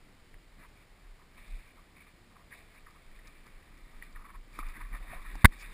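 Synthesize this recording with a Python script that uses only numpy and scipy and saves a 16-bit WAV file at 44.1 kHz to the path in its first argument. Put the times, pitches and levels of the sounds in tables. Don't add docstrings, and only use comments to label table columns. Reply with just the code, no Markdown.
import sys
import numpy as np
from scipy import signal
from scipy.fft import rfft, irfft, next_fast_len
from scipy.io import wavfile
from scipy.ndimage import uniform_filter1d, map_coordinates

SR = 44100
rng = np.random.default_rng(int(sys.argv[2]) if len(sys.argv) > 2 else 0)


def rack_gain(trim_db):
    fader = np.asarray(trim_db, float)
    return 10 ** (fader / 20)


def pcm_store(signal):
    levels = np.round(np.clip(np.atleast_2d(signal), -1, 1) * 32767)
    wavfile.write(sys.argv[1], SR, levels.astype(np.int16).T)


N = 252913
TIME = np.arange(N) / SR


def unit(x):
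    return x / np.sqrt(np.mean(x ** 2) + 1e-20)


def curves(rows):
    s, *columns = np.transpose(rows)
    return [np.interp(TIME, s, column) for column in columns]


def wobble(rate):
    knots = rng.standard_normal(int(N * rate / SR) + 4)
    return map_coordinates(knots, [TIME * rate])


def filtered(x, response):
    m = next_fast_len(N + 8192)
    return irfft(rfft(x, m) * response(np.fft.rfftfreq(m, 1 / SR)), m)[..., :N]


def noise(points):
    hz, db = np.transpose(points)
    white = rng.standard_normal(N)
    return unit(filtered(white, lambda f: rack_gain(np.interp(np.log(f + 1), np.log(hz), db, -120, -120))))


def add(x, s, piece):
    part = x[round(s * SR):][:len(piece)]
    part += piece[:len(part)]


def swells(rows):
    gain = np.zeros(N)
    for s, db, length in rows:
        span = 1.27 * length
        add(gain, max(s - span / 2, 0), rack_gain(db) * np.hanning(round(span * SR)))
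    return gain


def air():
    # frequency in Hz, level in dB per Hz
    hiss = [(35, -36), (60, 0.5), (90, -7), (284, -13), (1510, -18.5), (2220, -15.5), (2630, -21.5),
            (6600, -25)]
    return rack_gain(-62.5 + 0.37 * wobble(5.7)) * noise(hiss)


def channel_hiss():
    # frequency in Hz, level in dB per Hz
    hiss = [(40, -39), (120, -4.5), (1500, -7.5), (4500, -5.5), (5900, -12.5)]
    return rack_gain(-81) * noise(hiss)


def hand():
    # time in seconds, sway in dB, thud in dB
    grip = [
        (0, -63, -66),
        (1.2, -63, -67),
        (2, -65, -63),
        (3, -64, -65),
        (3.8, -58, -64),
        (4.5, -54, -62),
        (5.2, -49, -59),
        (5.73, -52, -59),
    ]
    # middle in seconds, level in dB, length in seconds
    jolts = [(.04, -62, .1), (.36, -55, .08), (.47, -59, .08), (.65, -60, .2), (.9, -62, .1),
             (1.09, -56, .15), (1.4, -58, .12), (1.55, -39, .14), (1.78, -64, .08), (2.85, -59, .1),
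             (3.14, -52, .2), (3.28, -56, .06), (3.41, -57, .1), (3.56, -57, .08), (3.84, -54, .08),
             (3.99, -50, .12), (4.16, -47, .12), (4.38, -50, .1), (4.66, -35, .16), (4.84, -44, .1),
             (4.94, -41, .07), (5.02, -42, .07), (5.1, -48, .06), (5.19, -42, .07), (5.28, -46, .07),
             (5.36, -39, .07), (5.49, -46, .05), (5.68, -52, .1)]
    # middle in seconds, level in dB, length in seconds
    thumps = [
        (.35, -60, .05),
        (.6, -59, .06),
        (4.59, -54, .05),
        (4.8, -60, .08),
        (4.94, -62, .06),
        (5.12, -60, .06),
        (5.36, -62, .06),
    ]
    # frequency in Hz, level in dB per Hz
    thud_tone = [(30, -29), (60, -5.5), (180, -1.5), (350, -7), (800, -35.5)]
    sway_db, thud_db = curves(grip)
    pace_hz = 26 + 5 * wobble(9)
    sway = np.sqrt(2) * np.sin(2 * np.pi * np.cumsum(pace_hz) / SR)
    tremor = noise([(10, -30), (20, -4), (35, 0), (50, -7), (80, -39)])
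    thud_gain = rack_gain(thud_db + 1.7 * wobble(14)) + swells(thumps)
    thuds = thud_gain * rack_gain(-4) * noise(thud_tone)
    swing = (rack_gain(sway_db) + swells(jolts)) * (sway + 0.34 * tremor)
    return swing + rack_gain(-69.5) * tremor + thuds


def cavity(modes, grain_db):
    grains = rng.standard_normal(N) * rack_gain(grain_db * wobble(220) + 0.58 * grain_db * wobble(45))

    def resonances(f):
        total = 0
        for k, (center, width, db) in enumerate(modes):
            peak = 1j * f * width / (center * center - f * f + 1j * f * width)
            total = total + (-1) ** k * rack_gain(db / 2) * peak
        return total ** 2

    return unit(filtered(grains, resonances))


def rustle():
    # time in seconds, pressure in dB, lean toward the low cavity in dB
    rubbing = [(1.3, -84, 3), (1.39, -62, -9), (1.53, -62, -12), (1.8, -79, 0), (2.47, -84, 2),
               (2.53, -60, -12), (2.68, -73, -3), (2.9, -77, 2), (3.16, -70, -5), (3.5, -73, 0),
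               (4.0, -70, -1), (4.46, -79, 2), (4.56, -60, -4), (4.9, -66, 2), (5.43, -58, -3),
               (5.475, -76, -2), (5.53, -60, -6), (5.73, -57, -7)]
    # middle in seconds, level in dB, length in seconds
    brushes = [(.06, -74, .05), (.62, -70, .06), (.8, -70, .14), (1.04, -78, .15), (1.384, -68, .043),
               (1.6, -72, .1), (1.69, -73, .1), (1.973, -63, .05), (2.013, -63, .05), (2.072, -69, .09),
               (2.54, -64, .053), (2.588, -65, .07), (2.765, -63, .1), (3.161, -66.5, .04),
               (3.27, -66, .09), (3.368, -73, .08), (4.03, -61, .03), (4.06, -67, .06), (4.6, -60, .04),
               (4.667, -63, .046), (4.701, -62, .03), (5.032, -60, .021), (5.136, -65, .13),
               (5.533, -63, .03), (5.635, -56, .07)]
    # middle in seconds, level in dB, length in seconds
    grinds = [(.606, -63, .05), (.645, -63, .054), (2.525, -63, .05), (2.868, -65, .034),
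              (3.468, -66, .038), (3.945, -68, .03), (4.167, -58, .031), (4.257, -58.5, .036),
              (4.354, -62, .033), (4.768, -54, .057), (4.814, -55, .037), (4.951, -55, .059),
              (5.136, -56, .13), (5.261, -60, .034), (5.305, -60.5, .04)]
    # middle in seconds, level in dB, length in seconds
    chews = [(.645, -62, .054), (1.22, -68, .077), (1.384, -65, .043), (1.792, -66, .07),
             (2.324, -65, .036), (2.365, -62, .03), (2.404, -63, .04), (2.878, -63, .034),
             (2.91, -65, .025), (2.956, -65, .047), (3.475, -66, .038), (4.167, -58, .031),
             (4.207, -59, .048), (4.257, -58, .036), (4.303, -54, .042), (4.354, -56, .033),
             (4.6, -57, .06), (4.684, -60, .08), (4.814, -58, .037), (4.951, -57, .059), (5.136, -65, .13),
             (5.261, -60, .034), (5.533, -65, .03)]
    # middle in seconds, level in dB, length in seconds
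    hollow_rubs = [
        (.62, -72, .08),
        (2.61, -67, .07),
        (4.95, -63, .07),
        (5.04, -63, .08),
        (5.15, -58.5, .12),
    ]
    # middle in seconds, level in dB, length in seconds
    scrapes = [
        (4.57, -66, .1),
        (5.61, -55.5, .055),
    ]
    brush_db = (0, -6, -10)
    grind_db = (-13, 0, -9)
    chew_db = (-14, -10, 0)
    # frequency in Hz, width in Hz, level in dB
    back_modes = [(436, 270, -13), (737, 250, -2)]
    low_modes = [(936, 330, -6), (1235, 230, 4)]
    near_modes = [(850, 300, -12), (1180, 400, 0)]
    middle_modes = [(1517, 500, -4.5), (1954, 450, 5)]
    upper_modes = [(2307, 406, 0)]
    top_modes = [(3570, 420, 5.5), (5100, 1500, -6)]

    pressure_db, lean_db = curves(rubbing)
    middle_lean_db = 1.5 + 0.7 * lean_db
    steady = rack_gain(pressure_db + np.array([np.zeros(N), middle_lean_db, lean_db]))
    strokes = np.zeros((3, N))
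    for shares_db, rows in ((brush_db, brushes), (grind_db, grinds), (chew_db, chews)):
        strokes += np.outer(rack_gain(shares_db), swells(rows))
    upper, middle, low = steady + strokes

    close = np.interp(TIME, [3.9, 4.1], [0, np.pi / 2])
    low_ring = np.cos(close) * cavity(low_modes, 2) + np.sin(close) * cavity(near_modes, 1.5)
    top = rack_gain(-7) * steady[0] + rack_gain(-13) * strokes[0]
    highs = upper * cavity(upper_modes, 1.65) + top * cavity(top_modes, 2.3)
    scrape = swells(scrapes) * noise([(2800, -6), (3700, -16.5), (4700, -4), (5300, -4), (6500, -6)])
    hollow = rack_gain(pressure_db - 14) + swells(hollow_rubs)
    lows = low * low_ring + hollow * cavity(back_modes, 3.5)
    return highs + middle * cavity(middle_modes, 2.4) + lows + scrape


def ring(hz, rise, t60):
    t = TIME[:SR // 8]
    return np.sin(2 * np.pi * hz * t) * rack_gain(-60 * t / t60) * (1 - np.exp(-t / rise))


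def crack(t60):
    return rack_gain(-60 * TIME[:SR // 8] / t60) * rng.standard_normal(SR // 8)


def taps():
    # start in seconds, peak in dB, ring in Hz,
    # time to die by 60 dB in seconds, crack in dB relative to the ring
    hits = [(.342, -47, 1900, .008, -4), (1.3808, -52, 1200, .013, -4), (1.9665, -48, 2280, .013, -5),
            (2.869, -54, 1256, .051, -14), (3.19, -53, 1930, .034, -12), (3.468, -49, 1175, .016, -2),
            (4.024, -36.5, 1920, .021, -22), (4.589, -32, 1246, .026, -5), (4.629, -39.5, 1220, .026, -15),
            (5.025, -56, 935, .03, -14), (5.354, -36, 850, .008, -9), (5.522, -45, 1944, .026, -6),
            (5.622, -48, 2260, .035, -18)]
    # start in seconds, peak in dB
    dull_knocks = [
        (1.9665, -57),
        (4.475, -52),
        (4.589, -34),
        (5.354, -42),
    ]
    # start in seconds, peak in dB, ring in Hz
    ticks = [(2.907, -62, 4700), (3.273, -52, 5300), (3.277, -54, 3800), (3.777, -61, 5400),
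             (3.466, -57, 4700), (4.127, -55, 4740), (4.53, -57, 4800), (4.59, -48, 3600),
             (4.597, -54, 4600), (4.686, -54, 5000), (5.3545, -50, 4700)]
    x, cracks = np.zeros((2, N))
    for s, db, hz, t60, crack_db in hits:
        body = ring(hz, 0.00042, t60) + 0.1 * ring(1.645 * hz, 0.00045, 0.51 * t60)
        add(x, s, rack_gain(db + 4.5) * body)
        add(cracks, s, rack_gain(db + crack_db + 7) * crack(.012))
    for s, db in dull_knocks:
        add(x, s, rack_gain(db) * ring(286, .001, .03))
    for s, db, hz in ticks:
        spit = np.diff(crack(.03), 2, prepend=[0, 0])
        add(x, s, rack_gain(db + 4) * (ring(hz, .0004, 0.011) + 1.8 * spit))
    return x + filtered(cracks, lambda f: 1 / (1 + 1j * f / 2300 - (f / 2300) ** 2) ** 2)


def knock():
    # time in seconds, pressure (1 is full scale)
    shove = [
        (5.4435, 0),
        (5.4464, .6),
        (5.4492, -.3),
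        (5.4516, -.2),
        (5.452, -.7),
        (5.4534, -.74),
        (5.4554, .17),
        (5.481, -.03),
        (5.5, 0),
    ]
    # start in seconds, peak in dB, ring in Hz, length in seconds
    rattles = [(5.4437, -19, 1050, 0.0012), (5.4454, -8, 2020, 0.0053), (5.4452, -10, 1108, 0.0041),
               (5.4468, -11, 1500, 0.0037), (5.4462, -22, 3600, 0.0055), (5.4485, -23, 2220, 0.004),
               (5.4513, -8.5, 1091, 0.0046), (5.4528, -3, 1450, 0.0022), (5.4542, -7, 2074, 0.0057),
               (5.4556, -9, 1690, 0.0038), (5.455, -19, 3645, 0.0038), (5.4556, -17, 2450, .003),
               (5.4558, -24, 4600, .003), (5.4468, -22, 2600, .003), (5.4525, -26, 4500, .002),
               (5.4582, -24, 1850, .006)]
    x = uniform_filter1d(curves(shove)[0], size=16)
    for s, db, hz, length in rattles:
        t = TIME[:round(length * SR)]
        rough = 1 + 0.46 * uniform_filter1d(rng.standard_normal(len(t)), size=5)
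        swell = np.sin(np.pi * (t / length) ** 0.69) ** 2
        add(x, s, rack_gain(db) * rough * swell * np.sin(2 * np.pi * hz * t))
    return x


def scene():
    blow = knock()
    mid = air() + hand() + rustle() + taps() + blow
    late_blow = rack_gain(-28) * np.roll(blow, 40)
    grit = rack_gain(-40) * np.gradient(blow) * 8 * rng.standard_normal(N)
    side = channel_hiss() + late_blow + grit
    return np.array([mid - side, mid + side])


def top_cut(x):
    return signal.sosfilt(signal.butter(12, 16210, fs=SR, output="sos"), x)


def record(dry):
    x = dry / (1 + np.abs(dry / .9) ** 6) ** (1 / 6)
    x = filtered(x, lambda f: 1 / np.sqrt(1 + (f / 5450) ** 16))
    held = np.repeat(signal.resample_poly(x, 40, 147, axis=1), 4, axis=1)
    x = signal.resample_poly(held, 147, 160, axis=1)[:, :N]
    x = np.pad(x, ((0, 0), (0, N - x.shape[1])))
    mid, side = (x[0] + x[1]) / 2, (x[0] - x[1]) / 2
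    loudness = uniform_filter1d(np.abs(mid), size=600)
    quiet = 1 / (1 + (loudness / .08) ** 4)
    mid = mid - filtered(quiet * mid, lambda f: (f > 15350) + 0.13 * (np.abs(f - 12000) < 800))
    side = side - filtered(quiet * side, lambda f: f > 9400)
    mid, side = filtered(np.array([mid, side]), lambda f: 1 / np.sqrt(1 + (f / 15300) ** 60))
    return top_cut(np.array([mid + side, mid - side]))


dry = scene()
out = record(dry)
pcm_store(out)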